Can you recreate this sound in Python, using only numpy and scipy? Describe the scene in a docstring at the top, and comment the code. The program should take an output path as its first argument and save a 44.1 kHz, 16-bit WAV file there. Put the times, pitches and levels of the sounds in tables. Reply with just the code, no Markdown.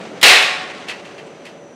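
"""A factory hall drones with a thin whine and a faint scrape; then a perforated sheet-steel cable tray is flipped
onto another on a roller table: it touches, slams down and chatters, ringing. It is slid into place with a scrape
and a few light, damped clanks. Blows excite noise bursts and decaying modes, random slips make the scrape, and
filtered noise and unsteady sines make the machines. One microphone; the slam drives the recorder's limiter.
"""
import sys
import numpy as np
from scipy import signal
from scipy.fft import rfft, irfft, next_fast_len
from scipy.io import wavfile
from scipy.ndimage import uniform_filter1d, minimum_filter1d, map_coordinates

SR = 44100
rng = np.random.default_rng(int(sys.argv[2]) if len(sys.argv) > 2 else 0)


def dump(signal):
    """Clip the signal to [-1, 1] and save it as 16-bit WAV at the path in sys.argv[1]."""
    limited = np.clip(np.atleast_2d(signal).T, -1, 1)
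    pcm = np.round(limited * 32767).astype(np.int16)
    wavfile.write(sys.argv[1], SR, pcm)


N = 77175  # samples, 1.75 s

# Machines in the hall: overall drone level [t/s, level/dB]
DRONE_LEVEL = [(0, -33), (.2, -36), (.8, -38), (1.05, -38.5), (1.25, -37.5), (1.4, -40), (1.75, -40.5)]
# Colour of the drone [f/Hz, relative density/dB per Hz]
DRONE_COLOUR = [(30, -32), (110, -14), (170, -4.5), (270, -4), (350, -3), (570, -3.5), (700, -7),
                (970, -14), (1400, -18), (2500, -23), (4000, -30), (5300, -36.5), (6000, -31), (7000, -34),
                (9000, -40), (12000, -54), (15500, -68)]
# Hum lines, before the common lift HUM_LIFT_DB [f/Hz, level/dB]
HUM_LINES = [(344.5, -62), (446.8, -54.5), (570.6, -51.5)]
# Thin whine of motor drives, each line with its own start [t/s, f/Hz, level/dB]
WHINE_LINES = [(0, 5965, -65), (0, 6062, -65), (1.54, 5940, -65), (1.62, 5700, -66), (1.64, 5810, -74)]
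HUM_LIFT_DB, HUM_WANDER_HZ = 2, 4.6
WHINE_RISE_S, WHINE_WANDER_HZ = .05, 18

# Sliding friction of steel on steel [t/s, level/dB]
SLIDE_LEVEL = [(0, -39.5), (.06, -38.5), (.12, -44.5), (.2, -41.5), (.5, -33.5), (.8, -39), (1.0, -40.5),
               (1.13, -44.5), (1.28, -49.5), (1.42, -49), (1.55, -51), (1.75, -80)]
# Colour of the scrape [f/Hz, relative density/dB per Hz]
SCRAPE_COLOUR = [(300, -1), (800, 3), (1500, 4.5), (2600, 4), (3600, -2), (5000, -6.5), (8500, -16.5),
                 (10000, -25.5), (12000, -42), (15500, -48.5)]
# Tiny squeaks of edge on edge, at their peaks [t/s, level/dB]
SQUEAKS = [(.70, -59), (.772, -60), (1.268, -56.5)]
SLIPS_PER_S, SLIP_T60_S, SLIP_SPREAD_DB = 550, 0.09, 2
SQUEAK_HZ, SQUEAK_WIDTH_HZ, SQUEAK_S = 8150, 750, .004  # width and duration are Gaussian sigmas

# The falling tray's blows, later ones mostly softer and duller [t/s, level/dB, treble tilt/dB per octave]
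SLAM_BLOWS = [(.213, -25.5, 2), (.229, -2.5, -1), (.238, -6, -1), (.264, -6, .5), (.283, -9.5, 0),
              (.303, -14.5, -0.5), (.349, -18, -5), (.357, -17.5, -3), (.398, -20.5, -5), (.422, -20, -2)]
# The tray's strongest modes, level relative to the blow [f/Hz, level/dB, t60/s]
TRAY_MODES = [(399.4, -30.5, 0.96), (742.3, -24, 1.22), (852, -29.5, 1.13), (1091, -27, 1.27),
              (1157.5, -23.5, 0.87), (1418, -26, 1), (1848, -17.5, .8), (2012, -23, 0.36),
              (2127, -24, 0.53), (2260, -34, 0.29), (2434, -23.5, 0.87), (2540, -20.5, 0.64),
              (2653, -15.5, 0.47), (2735, -19.5, 0.23), (2827, -17.5, 0.71), (3520, -24, 0.82),
              (3716, -20, 0.21), (3910, -22, 0.78), (4053, -16, 0.27), (4640, -38, 0.91), (5320, -26, 0.66),
              (6670, -31, .45)]
# The sheet's countless weaker modes, as a colour [f/Hz, relative density/dB per Hz]
SHEET_COLOUR = [(40, -37), (120, -39), (260, -21), (420, -10.5), (560, -8), (760, -8), (960, -12),
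                (1400, -8.5), (1900, -1.5), (2600, -0.5), (3250, -4), (4100, -4), (4800, -9.5), (6000, -14),
                (8500, -17), (15500, -28.5)]
# Ring time of the sheet [f/Hz, t60/s]
SHEET_RING = [(150, 0.49), (700, 0.71), (1400, 0.73), (2500, 0.67), (4000, 0.64), (8000, .57), (14000, 0.3)]
WASH_DB, CRACK_DB, CRACK_T60_S = -1, -1.5, 0.048
MODE_WANDER_HZ, BEAT_HZ, BEAT_DEPTH = 6.98, 11.05, 0.57
MINOR_LO_HZ, MINOR_HI_HZ = 702.4, 5488
MINOR_DB, MINOR_SCATTER_DB = -22.5, 1
MINOR_T60_SPREAD = 0.09  # sigma of the natural log of t60

# Light clanks of the nested trays [t/s, level/dB, treble tilt/dB per octave]
CLANK_BLOWS = [(.699, -31, -4), (.876, -37, -0.5), (.884, -24, 0.5), (.895, -25, -0.7), (.913, -28.5, -4),
               (1.050, -40, 1.5), (1.179, -38, 0), (1.192, -40, -3.5), (1.452, -37.5, 2.5),
               (1.464, -38, 0.5), (1.486, -47, 2)]
# The same steel damped by the stack and a gloved hand [f/Hz, relative density/dB per Hz]
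DAMPED_COLOUR = [(150, -30), (700, -9), (1400, -8), (2050, -1), (2900, -2), (3600, -10), (4400, -8.5),
                 (5300, -15), (8000, -20), (11000, -29.5), (13000, -40), (15500, -48)]
# Short pings of the damped steel, around these pitches [f/Hz, peak level/dB]
DAMPED_PINGS = [(2000, -8), (2680, -5), (3150, -9)]
PING_SCATTER_HZ, DAMPED_T60_S = 35.6, 0.14
DAMPED_HALL_DB, HALL_T60_S = -12.5, 0.4

ATTACK_S, TILT_PIVOT_HZ = 0.00071, 2500
CEILING, LIMIT_S = 1.02, 0.00033  # ceiling as a multiple of full scale
LOW_CUT_HZ, TOP_HZ = 103, 15700


def amp(db):
    """Decibels to gain."""
    return 10 ** (np.asarray(db) / 20)


def unit(x):
    """Scale to rms 1."""
    return x / np.sqrt(np.mean(x ** 2) + 1e-20)


def along(points, hz):
    """Read (Hz, value) points on a log frequency axis."""
    f, v = np.transpose(points)
    return np.interp(np.log(hz + 1), np.log(f + 1), v)


def clock():
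    """The time of each sample in seconds."""
    return np.arange(N) / SR


def level(rows):
    """Gain per sample from (s, dB) points."""
    return amp(np.interp(clock(), *np.transpose(rows)))


def filtered(x, response):
    """Multiply the spectrum of x by a response of frequency."""
    size = next_fast_len(N + SR // 2)
    return irfft(rfft(x, size) * response(np.fft.rfftfreq(size, 1 / SR)), size)[:N]


def noise(colour, tilt_db=0):
    """Coloured noise of rms 1, tilted by dB per octave about the pivot."""
    def response(hz):
        octaves = np.log2(np.maximum(hz / TILT_PIVOT_HZ, .5))  # no further tilt an octave below the pivot
        return amp(along(colour, hz) + tilt_db * octaves)
    return unit(filtered(rng.standard_normal(N), response))


def fade(t, t60):
    """Exponential decay, 60 dB down after t60 seconds."""
    return np.exp(-np.log(1000) * t / np.maximum(t60, 1e-3))


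def add(track, s, sound):
    """Mix a struck sound in at time s, with a short attack."""
    start = max(round(s * SR), 0)
    struck = sound * (1 - np.exp(-clock() / ATTACK_S))
    track[start:] += struck[:N - start]


def tone(hz, wander_hz):
    """A sine of rms 1 whose pitch drifts between random points, 40 a second."""
    drift = np.interp(clock() * 40, np.arange(80), rng.standard_normal(80))
    cycles = np.cumsum(hz + wander_hz * drift) / SR
    return np.sqrt(2) * np.sin(2 * np.pi * (cycles + rng.random()))


def machines():
    """Rotating machinery gives a broad noise drone with humming lines; motor drives add a thin whine."""
    hum = sum(amp(db) * tone(hz, HUM_WANDER_HZ) for hz, db in HUM_LINES)
    whine = np.zeros(N)
    for s, hz, db in WHINE_LINES:
        rise = np.clip((clock() - s) / WHINE_RISE_S, 0, 1)
        whine += amp(db) * rise * tone(hz, WHINE_WANDER_HZ)
    return level(DRONE_LEVEL) * noise(DRONE_COLOUR) + amp(HUM_LIFT_DB) * hum + whine


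def scrape():
    """Steel slides on steel: tiny slips ring the sheet, and now and then an edge squeaks."""
    t = clock()
    slips = (rng.random(N) < SLIPS_PER_S / SR) * amp(SLIP_SPREAD_DB * rng.standard_normal(N))
    # each slip's energy decays; the end of the sum wraps round to the start
    energy = np.abs(irfft(rfft(slips ** 2) * rfft(fade(t, SLIP_T60_S) ** 2), N))
    rub = unit(np.sqrt(energy) * noise(SCRAPE_COLOUR))

    def squeak_band(hz):
        return np.exp(-.5 * ((hz - SQUEAK_HZ) / SQUEAK_WIDTH_HZ) ** 2)
    squeal = unit(filtered(rng.standard_normal(N), squeak_band))
    catches = sum(amp(db) * np.exp(-.5 * ((t - s) / SQUEAK_S) ** 2) for s, db in SQUEAKS)
    return level(SLIDE_LEVEL) * rub + catches * squeal


def slam():
    """The long tray lands edge by edge and chatters to rest; each blow feeds decaying modes that beat."""
    out, blows, t = np.zeros(N), np.zeros(N), clock()
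    for s, db, tilt_db in SLAM_BLOWS:
        add(out, s, amp(db) * sheet_ring(tilt_db))
        blows[round(s * SR)] += amp(db) ** 2
    blows = np.abs(uniform_filter1d(blows, size=40))  # spread each blow's energy over 40 samples
    for hz, db, t60 in list(TRAY_MODES) + minor_modes(count=36):
        energy = signal.lfilter([1], [1, -fade(1 / SR, t60) ** 2], blows)
        beat_hz = BEAT_HZ * (.5 + rng.random())
        beat = 1 + BEAT_DEPTH * np.sin(2 * np.pi * (beat_hz * t + rng.random()))
        out += amp(db) * np.sqrt(energy) * beat * tone(hz, MODE_WANDER_HZ)
    return out


def sheet_ring(tilt_db):
    """One blow: a crack and the dense noise wash of sheet modes, each band dying at its own rate."""
    hz, s, z = signal.stft(noise(SHEET_COLOUR, tilt_db), SR, nperseg=512)
    decaying = z * fade(s, along(SHEET_RING, hz)[:, None])
    wash = signal.istft(decaying, SR, nperseg=512)[1][:N]
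    crack = fade(clock(), CRACK_T60_S) * noise(SHEET_COLOUR, tilt_db + 3.5)  # brighter than the wash
    return amp(WASH_DB) * wash + amp(CRACK_DB) * crack


def minor_modes(count):
    """The sheet's middling modes, scattered over its ringing range: rows of (Hz, dB, t60 s)."""
    place = (np.arange(count) + rng.random(count)) / count
    hz = MINOR_LO_HZ + (MINOR_HI_HZ - MINOR_LO_HZ) * place
    size, life = rng.standard_normal((count, 2)).T
    db = MINOR_DB + along(SHEET_COLOUR, hz) + MINOR_SCATTER_DB * size
    t60 = along(SHEET_RING, hz) * np.exp(MINOR_T60_SPREAD * life)
    return list(zip(hz, db, t60))


def clanks():
    """The held tray knocks against its neighbour: a short ring with pings, and the hall's longer tail."""
    out, t = np.zeros(N), clock()
    for s, db, tilt_db in CLANK_BLOWS:
        pings = np.zeros(N)
        for hz, ping_db in DAMPED_PINGS:
            pings += amp(ping_db) * np.sin(2 * np.pi * rng.normal(hz, PING_SCATTER_HZ) * t)
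        ring = fade(t, DAMPED_T60_S) * (noise(DAMPED_COLOUR, tilt_db) + pings)
        tail = fade(t, HALL_T60_S) * noise(DAMPED_COLOUR, tilt_db - 0.5)  # slightly duller
        add(out, s, amp(db) * (ring + amp(DAMPED_HALL_DB) * tail))
    return out


def scene():
    """Hall and trays at one microphone."""
    return (machines() + scrape() + slam() + clanks())[None]


def record(dry):
    """The recorder: a fast limiter that flattens the slam, then a low cut and a steep top limit."""
    size = max(int(LIMIT_S * SR), 3)
    needed = CEILING / np.maximum(np.abs(dry[0]), CEILING)
    gain = uniform_filter1d(minimum_filter1d(needed, size), size)

    def band(hz):
        low_cut = hz ** 2 / np.hypot(hz ** 2, LOW_CUT_HZ ** 2)
        return low_cut / np.sqrt(1 + (hz / TOP_HZ) ** 240)
    return filtered(dry[0] * gain, band)[None]


dry = scene()
out = record(dry)
dump(out)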